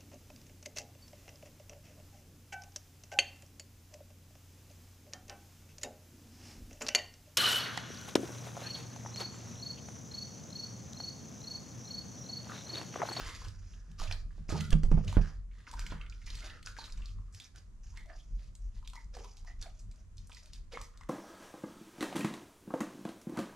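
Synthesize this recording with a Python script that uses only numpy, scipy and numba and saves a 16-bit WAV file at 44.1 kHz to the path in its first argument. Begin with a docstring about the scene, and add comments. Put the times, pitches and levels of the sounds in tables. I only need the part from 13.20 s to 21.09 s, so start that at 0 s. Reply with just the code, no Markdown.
"""A dog chews and licks raw meat on a foam mat in a small room, a stereo microphone on a stand close by.
Low rumble, faint hiss and squelches run from the start: noise shaped by spectra, and random crackles
ringing in throat, mouth and lips. Smacks join at 0.2 s, each a damped ring and a bright snap of noise.
Bumps sway, knock and buzz the stand between 0.3 and 2.7 s, hardest from 1.5 to 2 s; from 1.3 s
air pockets ring on as narrow noise. Chewing thins out later; the room echoes all mouth sounds."""
import sys
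import numpy as np
from scipy import signal
from scipy.fft import rfft, irfft
from scipy.io import wavfile
from numba import njit

SR = 44100
rng = np.random.default_rng(int(sys.argv[2]) if len(sys.argv) > 2 else 0)


def output_pcm(signal):
    """Save a mono or channel-first signal as 16-bit PCM at the path in sys.argv[1].

    Samples are clipped to [-1, 1] before scaling.
    """
    pcm = np.clip(np.atleast_2d(signal).T, -1, 1) * 32767
    wavfile.write(sys.argv[1], SR, np.round(pcm).astype(np.int16))


N = 347949   # length [samples]

# bumps on the microphone stand: (time [s], peak level [dB], sway frequency [Hz], sway t60 [s],
# push +1 or pull -1, knock re peak [dB], buzz level [dB])
BUMPS = [(0.268, -37.5, 97.5, 0.42, 1, -27, -64), (.68, -58, 30.2, .2, 1, -14, -50),
         (0.80, -30, 23.6, 1, 1, -31, -50.5), (0.879, -33.5, 90.2, 0.43, -1, -37, -56),
         (1.07, -66, 30.3, 0.18, 1, -33, -54), (1.18, -42, 30, 0.25, 1, -23, -46.5),
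         (1.291, -32, 40, 0.23, 1, -19, -59), (1.325, -31.5, 40, 0.11, -1, -10, -29.5),
         (1.38, -41, 35, 0.18, 1, -17, -32.5), (1.46, -50, 35, .2, -1, -27, -47),
         (1.529, -10, 31.3, 0.31, 1, -28.5, -16), (1.635, -9, 25.4, 0.2, -1, -31.5, -40),
         (1.716, -8.5, 30.7, 0.38, -1, -24, -14), (1.776, -7, 40.3, 0.076, -1, -28.5, -42),
         (1.969, -31.5, 50, 0.057, -1, 5, -30), (1.974, -7.5, 35.8, 0.29, 1, -36, -26.5),
         (2.04, -25.5, 35.2, 0.47, 1, -30, -62), (2.65, -45, 35.4, 0.12, 1, -21.5, -50.5),
         (2.721, -41, 35, 0.17, 1, -10.5, -43.5)]


def from_db(db):
    """Decibels to gain."""
    return 10 ** (np.asarray(db) / 20)


def left_right(db):
    """Gains of the two channels for a left-minus-right level difference in dB."""
    return from_db([[db / 2], [-db / 2]])


def rms_one(x):
    """Scale to rms 1."""
    return x / np.sqrt(np.mean(x ** 2) + 1e-20)


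def band_pass(x, low_hz, high_hz, order=2):
    """Keep what lies between two frequencies."""
    return signal.sosfilt(signal.butter(order, [low_hz, high_hz], "band", fs=SR, output="sos"), x)


def high_pass(x, hz):
    """Keep what lies above a frequency."""
    return signal.sosfilt(signal.butter(2, hz, "high", fs=SR, output="sos"), x)


def in_time(rows):
    """Each column of a table of (time [s], values...), interpolated sample by sample."""
    s, *columns = np.transpose(rows)
    return [np.interp(np.arange(N) / SR, s, c) for c in columns]


def at_hz(points, hz):
    """A table of (frequency [Hz], value) read on a log-frequency axis."""
    hz_points, values = np.transpose(points)
    return np.interp(np.log(np.maximum(hz, 1)), np.log(hz_points), values)


def colour(x, spectrum):
    """Shape by a spectrum with a causal (minimum-phase) filter; rms 1."""
    size = 8192
    spectrum_db = at_hz(spectrum, np.fft.rfftfreq(size, 1 / SR))
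    cepstrum = irfft(np.log(from_db(spectrum_db)))
    # folding the cepstrum onto positive time gives the minimum phase
    cepstrum[1:size // 2] *= 2
    cepstrum[size // 2 + 1:] = 0
    response = irfft(np.exp(rfft(cepstrum)))
    response = response.reshape((1,) * (x.ndim - 1) + (-1,))
    return rms_one(signal.oaconvolve(x, response, axes=-1)[..., :N])


def resonate(x, modes):
    """Parallel resonances (Hz, width of one pass in Hz, dB), each applied twice; rms 1."""
    out = 0
    for hz, width_hz, level_db in modes:
        r = np.exp(-np.pi * width_hz / SR)
        poles = [1, -2 * r * np.cos(2 * np.pi * hz / SR), r * r]
        once = signal.lfilter([1, 0, -1], poles, x)
        out = out + from_db(level_db) * rms_one(signal.lfilter([1, 0, -1], poles, once))
    return rms_one(out)


def stereo_noise(alike):
    """Two channels of noise with the given correlation."""
    mid, side = rng.standard_normal((2, N))
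    alike = np.clip(alike, 0, 1)
    return np.sqrt(1 + alike) * mid + np.sqrt(1 - alike) * side * np.array([[1], [-1]])


def damped(t, hz, t60):
    """A struck mode: a sine that falls 60 dB in t60 seconds."""
    return np.sin(2 * np.pi * hz * t) * from_db(-60 * t / t60)


def add(out, s, sound):
    """Mix a short sound in at time s."""
    i = round(s * SR)
    out[:, i:i + sound.shape[1]] += sound[:, :N - i]


def drift(per_s):
    """Slow random wander of rms 1."""
    r = np.exp(-2 * np.pi * per_s / SR)
    wander = signal.lfilter([1], [1, -2 * r, r * r], rng.standard_normal(N + SR))
    return rms_one(wander[SR:])   # the first second lets the filter settle


def background():
    """Lumpy rumble swelling in the room's lowest resonances, and steady hiss."""
    # rumble over time: (time [s], deep level [dB], upper level [dB])
    rumble_curve = [(0.0, -44, -49.5), (0.7, -48, -57.5), (1.21, -41, -52), (1.54, -47, -37),
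                    (1.69, -29.5, -31.5), (1.89, -41, -32), (2.11, -38, -50), (2.37, -53.5, -60),
                    (2.72, -42.5, -56.5), (3.49, -51, -56), (3.91, -42, -55), (4.33, -58, -58),
                    (4.57, -45.5, -57.5), (5.3, -43.5, -57.5), (6.17, -50.5, -60), (6.39, -43, -56.5),
                    (6.85, -51.5, -57.5), (7.89, -48.5, -63)]
    # lowest room resonances: (frequency [Hz], width of one pass [Hz], relative level [dB])
    deep_modes = [(28, 9.8, -1.5), (41.4, 9.8, 1)]
    # spectrum of the upper rumble: (frequency [Hz], relative level per Hz [dB])
    upper_spectrum = [(36, -20), (62, -3), (94, 4.5), (118, -9.5), (166, -12), (205, -13), (248, -28.5),
                      (375, -30), (450, -33), (580, -50), (990, -120)]
    # spectrum of the hiss: (frequency [Hz], relative level per Hz [dB])
    hiss_spectrum = [(150, -31), (250, 1.5), (277, -9), (844, -17.5), (1000, -13), (3440, -25.5),
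                     (5460, -24), (6370, -20.5), (12200, -34), (13300, -48), (15000, -53)]
    hiss_db = -73.5
    deep_db, upper_db = in_time(rumble_curve)
    lumps_db = 2.5 * drift(per_s=7.5)
    deep = from_db(deep_db + lumps_db) * resonate(stereo_noise(.97), deep_modes)
    upper = from_db(upper_db + lumps_db) * colour(stereo_noise(0.65), upper_spectrum)
    hiss = from_db(hiss_db) * colour(stereo_noise(0.17), hiss_spectrum)
    return deep + upper + hiss


def squeezing():
    """Jaw or tongue squeezes the meat: squelch and fizz gains, and resonances gliding between squeezes."""
    # squeezes: (time [s], hold [s], relative squelch level [dB], mouth re squelch [dB],
    # relative fizz level [dB], throat resonance [Hz], mouth resonance [Hz], lip resonance [Hz])
    squeeze_rows = [(-.03, 0.11, -44, 0.5, -50, 775, 1580, 3880),
                    (0.064, 0.083, -51, -1, -53, 990, 2026, 3900),
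                    (0.175, 0.092, -53, 4, -57.5, 1010, 1560, 4400),
                    (0.295, 0.28, -66, 4, -69.5, 570, 1540, 5230),
                    (0.54, 0.34, -69, 3, -75.5, 650, 1680, 5140),
                    (0.78, .04, -49.5, -16, -47.5, 1190, 1990, 4400),
                    (0.821, 0.034, -50, -9, -52, 630, 1260, 3900),
                    (0.898, 0.028, -47, 5, -53, 720, 1860, 4830),
                    (1.1, 0.15, -68, 5, -74.5, 700, 1570, 4060),
                    (1.282, 0.11, -46, -33, -48.5, 604, 1400, 4350),
                    (1.395, 0.093, -68, 10, -60.5, 890, 2050, 3880),
                    (1.51, 0.013, -37.5, -1.5, -49, 574, 1770, 3230),
                    (1.618, 0.019, -57, -20, -60, 450, 1640, 5440),
                    (1.697, 0.15, -48, -12, -60.5, 480, 1490, 4840),
                    (1.867, 0.083, -48, -5.5, -47, 594, 1950, 3700),
                    (1.951, 0.018, -38.5, 7.5, -65, 460, 1450, 3270),
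                    (2.002, 0.083, -43, 0, -52, 680, 1640, 4750),
                    (2.32, 0.32, -67.5, 5, -73, 990, 1915, 3740),
                    (2.459, 0.11, -57.5, -1.5, -63, 950, 1510, 4400),
                    (2.563, 0.14, -55.5, -0.5, -58, 915, 1620, 4700),
                    (2.691, 0.039, -46.5, 0, -62.5, 645, 1350, 4220),
                    (2.796, 0.012, -53, -1, -60.5, 1090, 2300, 2750),
                    (2.89, 0.17, -71, -1, -70, 1300, 1900, 4540),
                    (3.055, 0.22, -58.5, -0.5, -55.5, 916, 2050, 4270),
                    (3.209, 0.071, -50.5, -0.5, -63, 620, 1400, 3900),
                    (3.282, 0.082, -54, -0.5, -65, 1246, 1850, 4300),
                    (3.45, 0.011, -50, -16, -46.5, 1350, 1610, 4600),
                    (3.554, 0.11, -53, 2, -55, 1060, 1560, 3960),
                    (3.713, 0.11, -61, -1, -68.5, 926, 1620, 4960),
                    (3.829, 0.06, -67, -2, -62.5, 1160, 2560, 3980),
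                    (3.943, 0.2, -75.5, -28, -87, 1120, 1400, 4900),
                    (4.128, 0.13, -66, 3, -61.5, 720, 1730, 4930),
                    (4.338, 0.041, -59.5, 6, -63.5, 660, 1450, 4550),
                    (4.623, 0.15, -73, -2, -70, 790, 1780, 5600),
                    (4.73, .02, -68, -19, -69, 980, 2100, 5000),
                    (4.755, 0.04, -60.5, -0.5, -66, 905, 1940, 3560),
                    (4.878, .05, -58, -3, -69.5, 660, 1730, 4300),
                    (4.95, 0.041, -83, -4, -66.5, 735, 1850, 4800),
                    (5.067, 0.11, -90, -10, -79, 600, 1700, 5300),
                    (5.175, 0.083, -70.5, -6, -68, 580, 2020, 4100),
                    (5.38, 0.27, -83, -5, -78, 630, 1850, 5830),
                    (5.54, 0.03, -74, -2, -64.5, 895, 1950, 4000),
                    (5.667, 0.044, -79, -11, -67, 1040, 2200, 4120),
                    (5.735, .05, -64, 6, -67, 920, 1980, 4930),
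                    (5.927, 0.073, -53.5, -4, -63, 530, 1480, 4900),
                    (6.005, 0.19, -70, -14, -68, 764, 1740, 5100),
                    (6.257, 0.018, -57, -13, -63, 720, 1940, 4700),
                    (6.383, .02, -73, -5, -68, 696, 1900, 6000),
                    (6.405, 0.047, -55, 0, -60, 696, 1490, 4750),
                    (6.537, 0.086, -76, -8, -74.5, 620, 1680, 5750),
                    (6.698, 0.12, -74.5, -3.5, -77.5, 620, 1630, 5400),
                    (6.966, 0.079, -81, 0, -73.5, 562, 1850, 5400),
                    (7.099, 0.076, -70, -5, -61.5, 930, 2020, 4500),
                    (7.215, 0.074, -68.5, -2, -69, 610, 1620, 4480),
                    (7.321, 0.037, -68.5, 3, -63.5, 820, 1700, 4570),
                    (7.512, 0.026, -48.5, -18, -55, 527, 2100, 3580),
                    (7.557, 0.028, -57.5, -1, -59.5, 940, 2060, 3200),
                    (7.6, 0.049, -62, -1, -63, 850, 2140, 5030),
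                    (7.724, 0.3, -66, -3, -78.5, 1120, 1780, 5250)]
    # a squeeze sets in from bite_db below its level, sags while held, then lets go
    bite_db, bite_db_per_s, sag_db_per_s, ease_db_per_s = 20, 1500, 7.5, 253
    s, hold, low_db, mouth_db, high_db, *hz = np.transpose(squeeze_rows)
    powers = np.zeros((2, N))
    for k in range(len(s)):
        t = np.arange(SR // 2) / SR + max(-s[k], 0)   # the first is already under way
        shape_db = np.minimum(bite_db_per_s * t - bite_db, -sag_db_per_s * t)
        shape_db = shape_db - ease_db_per_s * np.maximum(t - hold[k], 0)
        levels_db = np.array([[low_db[k]], [high_db[k]]])
        add(powers, max(s[k], 0), from_db(2 * (shape_db + levels_db)))   # overlaps add as power
    # resonances stay put during a squeeze and glide until the next
    ends = np.minimum(s + hold, np.append(s[1:], N / SR) - .01)
    starts_held = np.transpose([s, mouth_db, *hz])
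    ends_held = np.transpose([ends, mouth_db, *hz])
    held = np.vstack([starts_held, ends_held])
    return (*np.sqrt(powers), *in_time(held[np.argsort(held[:, 0])]))


def crackles(per_s, spread_db, clump_db):
    """Saliva films break at random, swelling and thinning in clumps, a few louder than the rest."""
    sizes = from_db(spread_db * np.minimum(rng.exponential(1, N), 4)) * rng.choice([-1, 1], N)
    breaks = rng.random(N) < per_s / SR
    return sizes * from_db(clump_db * drift(23.5)) * breaks


@njit
def cavity(x, hz, q, rate):
    """A resonance whose centre moves sample by sample; gain about 1 at its peak."""
    out, y1, y2 = np.zeros(len(x)), 0., 0.
    for i in range(2, len(x)):
        r = np.exp(-np.pi * hz[i] / q / rate)
        driven = (1 - r * r) / 2 * (x[i] - x[i - 2])
        out[i] = driven + 2 * r * np.cos(2 * np.pi * hz[i] / rate) * y1 - r * r * y2
        y1, y2 = out[i], y1
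    return out


def twice(x, hz, q):
    """A steep moving resonance: the cavity applied twice; rms 1."""
    return rms_one(cavity(cavity(x, hz, q, SR), hz, q, SR))


def bubbles(per_s, cycles):
    """Small saliva bubbles burst, each ringing at one of 16 pitches, 60 dB down after the given cycles."""
    clicks = crackles(per_s, spread_db=2.5, clump_db=6.5)
    dealt, out = rng.integers(0, 16, N), 0   # which pitch each click gets
    for k, hz in enumerate(np.geomspace(2300, 7500, 16)):
        r, w = from_db(-60 * hz / cycles / SR), 2 * np.pi * hz / SR
        own_clicks = clicks * (dealt == k) + 1e-18
        out = out + signal.lfilter([0, np.sin(w)], [1, -2 * r * np.cos(w), r * r], own_clicks)
    return rms_one(high_pass(out, 1800))


def squelch():
    """Crackles through the wet flesh: dull pops ringing in throat and mouth, bright fizz at the lips."""
    # spectrum of the dull pops: (frequency [Hz], relative level per Hz [dB])
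    pop_spectrum = [(160, -30.5), (280, 1), (449, -1.5), (816, -2.5), (934, -4), (1210, 3), (2800, -5.5),
                    (3640, -20.5), (6160, -120)]
    # spectrum of the fizz: (frequency [Hz], relative level per Hz [dB])
    fizz_spectrum = [(1410, -29), (2400, 3), (4070, -9), (5090, -1.5), (6630, 2.5), (8240, -14.5),
                     (10100, -12), (12600, -22), (14400, -36), (15300, -72)]
    low, high, mouth_db, throat_hz, mouth_hz, lip_hz = squeezing()
    mouth_share = np.clip(from_db(mouth_db), 0, .99)
    throat_share = np.sqrt(1 - mouth_share ** 2)   # what the mouth takes, the throat lacks
    pops = crackles(700, spread_db=2.5, clump_db=-0.5)
    throat = throat_share * twice(pops, throat_hz, q=4.3)
    mouth = mouth_share * twice(pops, mouth_hz, q=4.4)
    pops = 0.39 * colour(pops, pop_spectrum) + 0.48 * (throat + mouth)
    fizz = colour(crackles(2200, spread_db=3.0, clump_db=3.5), fizz_spectrum)
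    fizz = .55 * fizz + .6 * twice(fizz, lip_hz, q=1.8) + .45 * bubbles(450, cycles=28.0)
    return low * pops * left_right(-1.8) + high * fizz * left_right(-.8)


def smacks():
    """Tongue and teeth: each smack is a rough ring at the mouth's pitch and a short bright snap."""
    # smacks: (time [s], relative level [dB], mouth ring [Hz], ring t60 [s],
    # treble snap re that level [dB], left minus right [dB])
    smack_rows = [(0.218, -42, 1070, 0.021, -6, -1.0), (0.248, -51.5, 1060, 0.013, 10, 3),
                  (0.283, -38, 4860, 0.029, -9, 2), (0.534, -49, 2840, 0.044, -5, -4),
                  (0.715, -61, 795, 0.013, 13.5, 1), (0.798, -42, 1170, 0.042, 5, -8),
                  (0.817, -31, 1060, 0.013, -12, 5), (0.873, -41, 2640, 0.071, -9, -6),
                  (0.912, -26.5, 2450, 0.017, -5.5, -4), (0.912, -36, 730, .02, -20, -1),
                  (0.924, -20.5, 4340, 0.015, -28, -1.5), (1.107, -52.5, 1660, 0.027, -42, -1),
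                  (1.29, -50, 660, 0.018, -14, -11), (1.301, -42, 1254, 0.27, 6, -3),
                  (1.408, -27.5, 2690, 0.016, -0.5, -3), (1.505, -34, 3420, 0.017, 6, 0),
                  (1.528, -21, 2830, 0.016, -9, -6), (1.634, -31.5, 1600, 0.017, 1.5, 2),
                  (1.692, -52, 651, 0.015, -32, -31), (1.715, -24.5, 868, 0.026, -13.5, 4),
                  (1.772, -45, 991, 0.056, -26, 8), (1.846, -49.5, 713, 0.025, 13, -1.5),
                  (1.871, -43, 646, 0.036, -18, -1.0), (1.898, -44, 670, 0.02, 8, -7),
                  (1.927, -29, 940, 0.016, -4, -3), (1.967, -57, 845, 0.014, -31, -5.5),
                  (2.004, -46, 970, 0.043, -22, -8), (2.313, -55.5, 2230, 0.076, -22, -2),
                  (2.403, -53, 1620, 0.039, -4, 6), (2.468, -42.5, 2050, 0.026, -19, -8),
                  (2.475, -40, 1470, 0.027, -20, 3), (2.513, -47.5, 1540, 0.022, 11.5, 1),
                  (2.53, -45, 910, 0.043, 3, -6), (2.537, -38.5, 980, 0.049, 0, 2),
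                  (2.593, -29.5, 1560, 0.012, 0, 0), (2.665, -34, 2220, 0.017, -0.5, -2),
                  (2.722, -38, 1010, 0.024, -24, 0), (2.813, -34, 2660, 0.017, -54, -4),
                  (2.863, -41, 2320, 0.026, -19, -3), (2.898, -39.5, 5220, 0.016, -35, -2.0),
                  (2.924, -41.5, 2410, 0.028, -30, -5), (3.016, -53.5, 2110, 0.084, 2, 0.0),
                  (3.061, -46, 5570, 0.025, -15, 0), (3.072, -45, 2360, 0.15, -17, -5),
                  (3.102, -32.5, 3840, 0.024, -15, -3), (3.153, -44, 4660, 0.055, 9.5, 2),
                  (3.225, -44.5, 2090, 0.051, -7, -7), (3.273, -38.5, 2550, 0.03, -15, -5),
                  (3.298, -38.5, 3250, 0.039, -21, -1), (3.428, -45.5, 2470, 0.025, 4, 2),
                  (3.461, -28, 5300, 0.011, -21, 0), (3.47, -38.5, 1470, 0.046, -11, 5),
                  (3.472, -26, 2540, 0.01, -18, -3), (3.566, -47.5, 1610, 0.086, -2, 9),
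                  (3.587, -32.5, 900, 0.025, -12, -3), (3.641, -33.5, 4000, 0.018, -17, -1.0),
                  (3.679, -53, 1300, 0.035, -7, 17), (3.723, -35.5, 4900, 0.02, -27, -1.5),
                  (3.819, -46.5, 2700, 0.042, -17, 4), (3.857, -34.5, 4500, 0.018, -27, 1),
                  (3.986, -54, 1080, 0.041, -22, 2), (4.125, -55, 6600, 0.076, -20, 3),
                  (4.147, -49.5, 4270, 0.026, 11.5, -1.0), (4.2, -40.5, 3600, 0.03, 6.5, -1.5),
                  (4.359, -50.5, 1570, 0.011, 8, -3), (4.773, -43, 2000, 0.034, 2.5, -4),
                  (4.858, -58.5, 689, 0.027, 9, -1.0), (4.899, -45, 1745, 0.031, -22, -10),
                  (5.352, -46, 6700, 0.027, -0.5, -1), (5.627, -55, 1010, 0.033, -4, -1.5),
                  (5.648, -52, 3200, 0.041, -8, -3.5), (5.659, -56.5, 2840, 0.047, -1, 1),
                  (5.675, -33, 3750, 0.017, -3, -2.0), (5.699, -55, 3800, 0.023, 13, 5),
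                  (5.734, -45, 1000, 0.049, 2.5, -1.5), (5.755, -42, 980, 0.046, 1, 0),
                  (5.844, -52.5, 5660, 0.024, -25, -0.5), (5.94, -47.5, 4700, 0.04, -15, -4),
                  (5.95, -41.5, 4970, 0.039, -18, 2), (5.968, -33, 720, 0.025, -9, -2),
                  (6.045, -42.5, 974, 0.042, 0.5, -2.0), (6.169, -47, 4860, 0.026, 2, -1),
                  (6.247, -51, 966, 0.038, -0.5, -2.0), (6.414, -37, 5630, 0.031, -18, 2),
                  (6.425, -30.5, 4540, 0.02, -8.5, -4), (6.592, -50.5, 5900, 0.12, -16, 1),
                  (6.713, -51, 5700, 0.028, -1, 0), (6.759, -52.5, 5400, 0.022, -14, -1.5),
                  (6.97, -49, 5580, 0.035, -13, 2), (6.981, -43.5, 4200, 0.016, -5.5, -4),
                  (7.072, -46, 7540, 0.021, -22, 1), (7.096, -45, 970, 0.038, -2.5, -3),
                  (7.129, -57, 651, 0.01, 10, -7), (7.147, -41.5, 4700, 0.017, -1, -2.0),
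                  (7.169, -48.5, 2000, 0.03, -3, -10), (7.232, -48.5, 5700, 0.035, -7, 1),
                  (7.258, -54.5, 3040, 0.016, 11.5, 0), (7.333, -43.5, 4890, 0.044, 5.5, 2),
                  (7.524, -49, 980, 0.03, -45, -8), (7.534, -41.5, 4150, 0.042, -23, -3.0),
                  (7.535, -40.5, 519, 0.078, -27, -1.5), (7.573, -25, 1086, 0.013, -35, -2),
                  (7.614, -44.5, 931, 0.017, 13, -1.5), (7.774, -61, 1240, 0.011, 17, 0),
                  (7.81, -48, 1065, 0.053, 0, 3), (7.834, -45.5, 1920, 0.02, -6, -3)]
    out, t = np.zeros((2, N)), np.arange(round(.08 * SR)) / SR
    opening = 1 - np.exp(-t / 0.00005)   # a wet seal tears in under a millisecond
    snap_shape = from_db(-60 * t / .015) * (1 - np.exp(-t / .0006))
    for s, level_db, hz, t60, snap_db, pan_db in smack_rows:
        ring_puff, snap_puff = rng.standard_normal((2, len(t)))
        rough = rms_one(band_pass(ring_puff, hz / 1.26, hz * 1.286)) * from_db(-60 * t / t60)
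        clean = min(1, 1800 / hz) ** 2   # small high pockets ring less cleanly
        ring = 0.59 * clean * damped(t, hz, t60) + 0.35 * rough
        bright = band_pass(snap_puff, 2300, 7800, order=3)
        snap = rms_one(bright + 0.14 * high_pass(snap_puff, 9000))
        snap = from_db(snap_db) / 2 * snap * snap_shape   # halved: noise peaks near twice its rms
        add(out, s, from_db(level_db) * opening * (ring + snap) * left_right(pan_db))
    return out


def sway_and_knock():
    """Each bump sets the stand swaying slowly, strikes its modes and rattles its loose joints."""
    # stand modes: (frequency [Hz], level re knock [dB], t60 [s], left minus right [dB])
    knock_modes = [(81.5, 2.5, 0.37, -11), (103.7, 9, 0.13, -9.5), (195, 12, 0.058, 8),
                   (296, 0.5, 0.031, -26), (411, -15.5, 0.21, -28.5), (486, -23, 0.21, -6.5),
                   (837, -7, 0.041, 5), (1400, -11, 0.032, -11)]
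    out, t = np.zeros((2, N)), np.arange(round(.4 * SR)) / SR
    # a -9 dB bump builds with this time constant [s]; fainter ones build slower
    push_s, push_db, gentler = 0.0021, -9, 0.38
    rattle_db, rattle_t60 = -1.5, .12   # re knock [dB], [s]
    for s, peak_db, hz, t60, way, knock_db, _ in BUMPS:
        blow = from_db(peak_db) * np.sign(way)
        build_s = push_s * from_db(gentler * (push_db - peak_db))
        add(out, s, blow * damped(t, hz, t60) * (1 - np.exp(-t / build_s)) * left_right(-6))
        joints = rms_one(band_pass(rng.standard_normal(len(t)), 180, 700))
        rattle = joints * from_db(knock_db + rattle_db - 60 * t / rattle_t60)
        add(out, s, blow * rattle * np.minimum(t / push_s, 1) * left_right(-12))
        for mode_hz, mode_db, mode_t60, pan_db in knock_modes:
            chance_db = 3 * rng.standard_normal()   # no two blows strike a mode alike
            strength = blow * from_db(knock_db + mode_db + chance_db)
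            add(out, s, strength * damped(t, mode_hz, mode_t60) * left_right(pan_db))
    return out


def stand_buzz():
    """After each bump the stand buzzes: a tone and narrow noise that swell and die."""
    # buzz modes, the main one first: (frequency [Hz], width of one pass [Hz], relative level [dB])
    buzz_modes = [(155.04, 27, -5), (194.8, 27, -2)]
    rise_s, fall_t60 = 0.027, 0.24
    shaking, t = np.zeros((1, N)), np.arange(round(.4 * SR)) / SR
    swell = np.minimum(t / rise_s, 1) ** 2
    for s, *_, buzz_db in BUMPS:
        add(shaking, s, from_db([buzz_db - 60 * t / fall_t60]) * swell)
    # the main mode rings cleanly
    tone = np.sqrt(2) * np.sin(2 * np.pi * buzz_modes[0][0] * np.arange(N) / SR)
    buzz = 1.35 * tone + 0.93 * resonate(stereo_noise(0.45), buzz_modes)
    return shaking * buzz * left_right(-3)


def pockets():
    """Air seeping from pockets in the wet mouth keeps one narrow resonance sounding for a moment."""
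    # pockets: (time [s], level [dB], frequency [Hz], t60 [s])
    pocket_rows = [(1.345, -37, 843, 0.12), (1.412, -53, 1390, 0.52), (2.528, -53, 1000, .15),
                   (3.476, -53, 1455, 0.42), (4.775, -56.5, 2060, 0.36), (4.86, -66.5, 640, .3),
                   (4.9, -53, 660, 0.19), (4.901, -59, 1740, 0.18), (4.997, -66, 3320, 0.15),
                   (5.622, -66.5, 1026, 0.28), (5.732, -53, 985, 0.097), (5.76, -53.5, 2060, 0.21),
                   (5.773, -53, 964, 0.11), (6.051, -54, 1010, 0.073), (6.272, -56.5, 1920, 0.25),
                   (6.28, -63, 770, 0.13), (6.455, -51.5, 698, 0.17), (7.098, -82, 880, 0.055),
                   (7.81, -55.5, 1950, 0.094), (1.325, -36.5, 397, 0.19), (2.569, -55.5, 1485, 1),
                   (2.827, -65.5, 1400, 1), (3.18, -67, 1350, 0.93), (3.587, -48, 4200, 0.26),
                   (4.2, -55.5, 3580, 0.18), (4.93, -58, 4840, 0.053), (5.966, -50, 420, 0.31),
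                   (7.54, -48.5, 480, 0.18), (7.549, -53, 208, 0.13), (7.54, -46, 2150, 0.13)]
    out, t = np.zeros((2, N)), np.arange(round(.35 * SR)) / SR
    for s, level_db, hz, t60 in pocket_rows:
        seep = rms_one(band_pass(rng.standard_normal(len(t)), hz / 1.038 - 25, hz * 1.044 + 25))
        envelope = from_db(level_db - 60 * t / t60) * (1 - np.exp(-t / 0.0012))
        add(out, s, envelope * seep * left_right(-1.6))
    return out


def room(x):
    """Echoes as noise that dies band by band, partly its own in each channel."""
    # decay of the small room: (frequency [Hz], t60 [s])
    room_t60 = [(300, 0.44), (1500, 0.29), (5000, 0.27), (12000, 0.24)]
    t = np.arange(SR // 2) / SR
    noise, echoes = stereo_noise(0.38)[:, :len(t)], 0
    for hz in 250 * 2. ** np.arange(6):   # octave bands, the top one wider
        high_hz = hz * np.sqrt(2) * (1 if hz < 5000 else 1.5)
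        band = band_pass(noise, hz / np.sqrt(2), high_hz)
        echoes = echoes + band * from_db(-60 * t / at_hz(room_t60, hz))
    # nothing returns in the first 4 ms
    echoes = echoes * (t > .004) / np.sqrt(np.sum(echoes ** 2) / 2)
    return signal.oaconvolve(x.mean(axis=0)[None], echoes, axes=1)[:, :N]


def scene():
    """Mouth sounds and their echoes, plus stand and background."""
    wet, clicks, seeping = squelch(), smacks(), pockets()
    # how much of each reaches the walls [dB]
    to_walls = from_db(-1) * wet + from_db(-2) * clicks + from_db(-8) * seeping
    stand = sway_and_knock() + stand_buzz()
    return background() + wet + clicks + stand + seeping + room(to_walls)


def record(dry):
    """Gain control ducks after loud peaks; the capsules differ a little; the top is cut."""
    threshold_db, release_db_per_s, duck_db_per_db, smooth_s = -24, 45, .4, 0.012
    cutoff_hz = 15500
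    peak_db = 20 * np.log10(np.abs(dry).max(axis=0) + 1e-9)
    over_db = np.maximum(peak_db - threshold_db, 0)
    release = release_db_per_s * np.arange(N) / SR
    # jumps up with each peak, then sinks at the release rate
    held_db = np.maximum.accumulate(over_db + release) - release
    r = np.exp(-1 / (smooth_s * SR))
    ducked = dry * from_db(-duck_db_per_db * signal.lfilter([1 - r], [1, -r], held_db))
    # the left capsule hears everything one sample late
    ducked[0] = np.roll(ducked[0], 1)
    # treble is added on the left and subtracted on the right
    tilted = ducked + high_pass(ducked, 10000) * np.array([[.1], [-.6]])
    return signal.sosfilt(signal.cheby2(12, 70, cutoff_hz, fs=SR, output="sos"), tilted)


dry = scene()
out = record(dry)
output_pcm(out)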